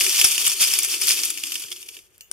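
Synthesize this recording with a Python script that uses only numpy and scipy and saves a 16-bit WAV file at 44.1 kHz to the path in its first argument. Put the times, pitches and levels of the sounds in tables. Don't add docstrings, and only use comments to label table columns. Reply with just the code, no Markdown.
import sys
import numpy as np
from scipy import signal
from scipy.fft import rfft, irfft, next_fast_len
from scipy.io import wavfile
from scipy.ndimage import uniform_filter1d, map_coordinates

SR = 44100
rng = np.random.default_rng(int(sys.argv[2]) if len(sys.argv) > 2 else 0)


def linear_from_db(decibels):
    return 10 ** (np.asarray(decibels, float) / 20)


def generate_wav(sig):
    pcm = np.round(np.clip(np.atleast_2d(sig).T, -1, 1) * 32767).astype(np.int16)
    wavfile.write(sys.argv[1], SR, pcm)


N = 102444

# t/s, level/dB
STIR = [(0, -20), (.13, -23.5), (.2, -20), (.3, -20.5), (.36, -24.5), (0.449, -22), (0.566, -29.5),
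        (0.617, -17.5), (.76, -26), (0.892, -25.5), (1.008, -26.5), (1.099, -22.5), (1.29, -28),
        (1.36, -35), (1.56, -34.5), (1.81, -44), (1.98, -47.5), (2.102, -63.5)]
# t/s, peak level/dB, f/Hz, tumble/s
KNOCKS = [(0.0084, -6, 2480, 0.0042), (0.0395, -14, 10000, 0.003), (0.0643, -7.5, 2400, 0.003),
          (0.0937, -10.5, 5560, 0.002), (0.148, -11, 2870, 0.0045), (0.195, -5, 5220, 0.012),
          (0.241, -0.5, 9580, 0.011), (0.2448, -1, 5380, 0.012), (0.273, -16.5, 9030, 0.022),
          (0.2997, -17, 2930, 0.013), (0.3477, -19, 2870, 0.019), (0.4652, -5.5, 2930, 0.013),
          (0.4742, -5.5, 8220, 0.0089), (0.4964, -11, 5270, 0.0034), (0.6042, -7, 5240, 0.0086),
          (0.611, -8.5, 9580, 0.017), (0.6257, -13, 10150, 0.0053), (0.6373, -7, 4970, 0.008),
          (0.704, -18, 2990, 0.013), (0.8198, -13.5, 5390, 0.012), (0.8315, -12, 8030, 0.0075),
          (0.8461, -11, 9840, 0.0053), (0.911, -12.5, 5300, 0.014), (0.936, -11, 2810, 0.016),
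          (1.017, -12.5, 5340, 0.008), (1.0297, -17, 5340, 0.008), (1.0763, -9, 4420, 0.012),
          (1.0788, -9, 9700, 0.012),
          (1.1004, -8, 2570, 0.0045), (1.1067, -4, 5080, 0.0056), (1.1176, -9, 5050, 0.003),
          (1.233, -11, 5300, 0.0057), (1.2528, -14, 9700, 0.0052), (1.3026, -13, 9980, 0.0044),
          (1.374, -16, 2710, 0.0045), (1.4357, -12.5, 2870, 0.0044), (1.4672, -19.5, 4850, 0.0069),
          (1.5186, -13.5, 3100, 0.0059), (1.541, -19.5, 5330, 0.0054), (1.5542, -12.5, 3040, 0.0066),
          (1.5987, -23, 9600, 0.0052), (1.6362, -22.5, 3170, 0.0058), (1.6831, -26.5, 3170, 0.0043),
          (1.716, -15.5, 3250, 0.0073), (1.7602, -26.5, 3220, 0.0058), (1.8274, -25.5, 2820, 0.003),
          (1.8866, -23, 2810, 0.0052), (1.9433, -44.5, 9800, 0.0037), (1.9666, -26.5, 3000, 0.0052),
          (1.988, -32, 2730, 0.0049)]
# t/s, peak level/dB, f/Hz, tumble/s
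MORE_KNOCKS = [(0.2134, 0.5, 3060, 0.0028), (0.379, -7, 2870, 0.003), (.407, -21, 2870, 0.0012),
               (0.7369, -5.5, 5300, .0018), (.788, -5, 9530, 0.0022), (1.726, -19.5, 3450, 0.0012),
               (1.817, -36, 9140, .002), (1.0129, -11.5, 9620, 0.007), (2.2082, -30, 2810, 0.0012),
               (2.3135, -19.5, 9150, 0.0013), (2.321, -25.5, 13600, 0.0009)]
# t/s, peak level/dB, centre f/Hz, T60/s
TICKS = [(0.0014, -10, 4840, 0.006), (0.0094, -22, 6700, 0.0054), (0.0214, -10, 5000, 0.006),
         (0.0373, -13, 10200, 0.006), (0.0644, -8, 5990, 0.006), (0.0916, -16, 5390, 0.006),
         (0.1264, -10, 8400, 0.006), (0.146, -8, 5080, 0.0073), (0.1604, -8, 5630, 0.006),
         (0.1677, -9, 4870, 0.006), (0.2414, -3, 5330, 0.0066), (0.406, -22, 10200, 0.006),
         (0.4649, -3.5, 8000, 0.0067), (0.6063, -8, 5050, 0.0053), (0.7356, -12, 5400, 0.006),
         (0.786, -14, 10100, 0.006), (0.8313, -8, 12400, 0.006), (1.016, -15, 5400, 0.006),
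         (1.0468, -17, 5200, 0.006), (1.071, -5, 8360, 0.0065), (1.085, -6.5, 9600, 0.0071),
         (1.0915, -2, 5330, 0.006), (1.2352, -8.5, 5200, 0.0074), (1.2498, -8.5, 10200, 0.0063),
         (1.3026, -11, 9300, 0.0053), (1.3725, -21.5, 4580, 0.0066), (1.3838, -16.5, 5040, 0.0083),
         (1.4371, -10.5, 5110, 0.006), (1.5188, -21, 8210, 0.006), (1.5408, -15.5, 5600, 0.006),
         (1.5962, -20, 9800, 0.0066), (1.7038, -24.5, 6590, 0.006), (1.716, -25.5, 5200, 0.0054),
         (1.8175, -30, 9260, 0.006), (1.8444, -39.5, 9500, 0.006), (1.884, -28.5, 10800, 0.006),
         (1.955, -42, 6450, 0.006), (1.9666, -32, 7130, 0.006), (2.18, -34, 10630, 0.006),
         (2.208, -39.5, 6400, 0.006)]
# f/Hz, spread/Hz, level/dB
PIECES = [(2462.5, 57, 7), (2870, 36, 3.5), (3303, 84, 6), (5380, 510, 2.5), (5990, 130, -16.5),
          (6290, 47, 0), (7840, 510, 6), (9960, 260, 3.5), (10860, 100, 0), (12370, 350, 0.5),
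          (12850, 85, -1.5), (13570, 120, -10.5), (14800, 31, -14), (13300, 390, 0)]
# f/Hz, level/dB
CLICK_COLOUR = [(1500, -19), (3000, 2), (4000, 8.5), (5400, 7), (7000, 2), (9900, 4.5), (13000, -9.5),
                (16000, -18.5)]
# f/Hz, level/dB, T60/s
LAST_CHARM = [(2810, -4.5, 0.22), (6850, -13, 0.3), (8200, -3, 0.061), (6620, -9, 0.096),
              (12000, -16, 0.064), (14200, -8.5, 0.25)]
# t/s, level/dB
AIR_PUMP = [(0.0, -44), (0.07, -44), (0.12, -55.5), (0.24, -47.5), (0.35, -63), (0.41, -49.5),
            (0.56, -56.5), (0.61, -51.5), (1.08, -52), (1.11, -47), (1.43, -57.5), (1.45, -56),
            (1.95, -64.5), (1.98, -53.5), (2.02, -76), (2.16, -73), (2.27, -101), (2.32, -48)]
# begins, shut, opens, open; t/s
TILT = (1.05, 1.351, 1.6, 1.701)
# f/Hz, level/dB
RUMBLE = [(20, -39.5), (60, -12), (150, 9.5), (250, -7), (800, -24), (1500, -56)]
# t/s, level/dB
THUDS = [
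    (0.244, -29),
    (0.612, -36.5),
    (1.649, -47),
    (2.314, -47),
]
# f/Hz, width/Hz, level/dB
TABLE = [(75, 93, 11.5), (460, 230, 3), (913, 500, -15.5), (1570, 120, 27)]
# f/Hz, width/Hz, level/dB
WALL = [(1280, 374, 1), (740, 2200, -9.5), (1450, 67, -7)]
# f/Hz, level/dB
HUSH = [(15, -23), (25, -11), (76, -5.5), (326, -22.5), (439, -12), (659, -20), (962, -21), (2840, -19.5),
        (5000, -36), (16000, -54.5)]
# f/Hz, T60/s
ROOM = [(300, 0.18), (3000, 0.036), (12000, 0.15)]
# f/Hz, share/1
ALIKE = [(300, 0.18), (2500, 0), (6000, 1), (10000, 0.76)]
# f/Hz, left minus right level/dB
TREBLE_LEFT = [(2500, -0.5), (6000, 1.5), (10000, 4)]

PAN_SPREAD_DB, LAG_SPREAD_S = 3.5, .00002
TOP_HZ = 16200
SWELL = 0.3
SIDES = np.array([[1], [-1]])


def unit(x):
    return x / np.sqrt(np.mean(x ** 2) + 1e-20)


def along(points, hz):
    f, v = np.transpose(points)
    return np.interp(np.log(hz + 1), np.log(f + 1), v)


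def filtered(x, response):
    m = next_fast_len(N + SR // 2)
    return irfft(rfft(x, m) * response(np.fft.rfftfreq(m, 1 / SR)), m)[..., :N]


def peaks(table):
    def response(f):
        total = 0
        for k, (centre, width, db) in enumerate(table):
            loss = 1j * f * width
            total = total + (-1) ** k * linear_from_db(db) * loss / (centre * centre - f * f + loss)
        return total
    return response


def wander(per_second):
    return map_coordinates(rng.standard_normal(150), [np.arange(N) * per_second / SR])


def grains(s, hz, db, t60, size):
    pan, lag, phase = rng.standard_normal((len(s), 3)).T
    t = np.arange(size) / SR
    contact = 1 - np.exp(-t / .0001)
    fade = linear_from_db(db[:, None] - 60 * t / t60[:, None]) * contact
    at = (np.clip(s, 0, N / SR) * SR).astype(int)[:, None] + np.arange(size)
    out = []
    for side in (1, -1):
        heard = t - side * LAG_SPREAD_S * lag[:, None]
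        turn = 2 * np.pi * hz[:, None] * heard + phase[:, None]
        wave = linear_from_db(side * PAN_SPREAD_DB * pan / 2)[:, None] * fade * np.sin(turn)
        out.append(np.bincount(at.ravel(), wave.ravel(), N + size + 1)[:N])
    return np.array(out)


def rings(s, db, t60, count=11, order=28):
    which, pan, lag, sign = rng.random((len(s), 4)).T
    centre, spread, level = np.array(PIECES)[np.arange(order) % len(PIECES)].T
    out = np.zeros((2, N))
    for piece in range(count):
        off, life, scatter = rng.uniform(-1.117, 1, (3, order))
        hz = centre + (spread + 0.068 * centre) * off
        width = 2.2 / (t60 * 3 ** life)
        modes = np.c_[hz, width, level + 1.5 * scatter + 20 * np.log10(300 / width)]
        mine = (which * count).astype(int) == piece
        blows = []
        for side in (1, -1):
            when = s + side * 3 * LAG_SPREAD_S * (lag - .5)
            force = np.sign(sign - .5) * linear_from_db(db + side * 3 * PAN_SPREAD_DB * (pan - .5) / 2)
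            at = np.clip(when[mine] * SR, 0, N - 1).astype(int)
            blows.append(np.bincount(at, force[mine], N))
        out += filtered(np.array(blows), peaks(modes))
    return out


def clicks(s, db):
    hz = 1500 + 14800 * rng.random(len(s)) ** 1.5
    return grains(s, hz, db + along(CLICK_COLOUR, hz), 9.8 / hz + 0.0017, size=160)


def radiated(f):
    notch = 1 - .85 * peaks([(3980, 900, 0)])(f)
    shine = 1 + 1j * f / 11800
    return notch * shine * (1j * f / (1090 + 1j * f)) ** 4


def strength():
    return np.interp(np.arange(N) / SR, *np.transpose(STIR))


def stirring(count=3000):
    s, size = rng.random((4 * count, 2)).T
    s = s * N / SR
    db = -np.log(size + 0.0024)
    ringing = linear_from_db(-3.5) * unit(rings(s[:count], db[:count], t60=0.028))
    clicking = linear_from_db(-0.5 + 0.14 * (strength() + 22)) * unit(clicks(s, db))
    return linear_from_db(strength() + 2 * wander(62)) * (ringing + clicking)


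def wall(pieces):
    push = np.sqrt(abs(uniform_filter1d(pieces.mean(0) ** 2, size=130)))
    buzz = rng.standard_normal(N) + 0.87 * rng.standard_normal((2, N))
    return linear_from_db(-22.5) * push * unit(filtered(buzz, peaks(WALL)))


def bowl_air():
    shut = np.interp(np.arange(N) / SR, TILT, [0, 1, 1, 0])
    breeze = np.sqrt(linear_from_db(3.5 * wander(45))) * rng.standard_normal(N)
    hum = np.zeros(N)
    for hz, share in ((365.5, 1 - shut), (320, shut)):
        resonance = peaks([(hz, 102, 0)])
        hum += filtered(share * breeze, lambda f: resonance(f) ** 2)
    pump = np.interp(np.arange(N) / SR, *np.transpose(AIR_PUMP))
    return linear_from_db(0.5 + pump) * unit(hum)


def hand_rumble():
    lumps = linear_from_db(3.5 * np.array([wander(45), wander(45)]))
    rub = unit(filtered(lumps * rng.standard_normal((2, N)), lambda f: linear_from_db(along(RUMBLE, f))))
    return linear_from_db(0.79 * (strength() + 28.5) - 69.5) * rub * linear_from_db(3 * SIDES)


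def room_tone():
    noise = rng.standard_normal((2, N))
    return linear_from_db(-65.5) * unit(filtered(noise, lambda f: linear_from_db(along(HUSH, f))))


def ticks(count=24):
    s, db, hz, t60 = np.repeat(TICKS, count, axis=0).T
    off, late = rng.standard_normal((len(s), 2)).T
    spread = hz * 2 ** (.55 * off)
    folded = abs(14740 - abs(14740 - spread))
    return grains(s + .0004 * abs(late), folded, db - 15, t60, size=700)


def knocks(count=40):
    s, db, hz, tumble = np.array(KNOCKS + MORE_KNOCKS).T
    t60 = 0.0075
    after = rng.random((len(s), count)) ** 1.4
    when = s[:, None] + 2 * (after - .05) * tumble[:, None]
    level = db[:, None] - 18.5 * abs(after - SWELL)
    some = slice(0, None, 5)
    ring = rings(when[:, some].ravel(), level[:, some].ravel() - 0.5, 1.9 * t60)
    click = clicks(when.ravel(), level.ravel() - 9.5)
    pitched = grains(s + SWELL * tumble, hz, db + 2.5, t60 + 0 * s, size=900)
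    return pitched + ring + click


def room(x):
    hz, t, z = signal.stft(rng.standard_normal((3, SR // 3)), SR, nperseg=256)
    alike = along(ALIKE, hz)[:, None]
    z = np.sqrt(alike) * z[2] + np.sqrt(1 - alike) * z[:2]
    tail = signal.istft(z * linear_from_db(-60 * t / along(ROOM, hz)[:, None]), SR, nperseg=256)[1]
    tail = tail / np.linalg.norm(tail[0])
    late = np.pad(x.mean(0), (90, 0))[None]
    return linear_from_db(-3) * signal.fftconvolve(late, tail, axes=1)[:, :N]


def table_bumps():
    blows = np.zeros(N)
    for s, db in THUDS:
        blows[round(s * SR):][:40] = linear_from_db(db) * np.hanning(40)
    resonances = peaks(TABLE)
    thud = filtered(blows, lambda f: resonances(f) * (1j * f / (45 + 1j * f)) ** 2)
    return thud * linear_from_db(2 * SIDES)


def last_charm():
    hz, db, t60 = np.repeat(LAST_CHARM, 4, axis=0).T
    hz = hz * (1 + 0.022 * rng.standard_normal(len(t60)))
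    return grains(2.209 + 0 * t60, hz, db - 49, t60, size=6000)


def scene():
    pieces = filtered(stirring() + knocks() + last_charm(), radiated)
    cracks = filtered(ticks(), radiated)
    low = bowl_air() + hand_rumble() + table_bumps()
    answer = room(pieces + .4 * cracks)
    return pieces + cracks + wall(pieces) + low + answer + room_tone()


def band_limit(x):
    return signal.sosfilt(signal.butter(12, 16400, fs=SR, output="sos"), x)


def record(dry):
    def ports(f):
        treble = linear_from_db(SIDES * along(TREBLE_LEFT, f) / 2)
        delay = np.exp(-2j * np.pi * f * SIDES * .000017)
        return treble * delay * (f < TOP_HZ)

    x = filtered(dry, ports)
    excess = x - x / (1 + abs(x / 0.86) ** 4) ** .25
    mix = x - filtered(excess, lambda f: (f < TOP_HZ) * (f > 1500))
    return band_limit(mix)


dry = scene()
out = record(dry)
generate_wav(out)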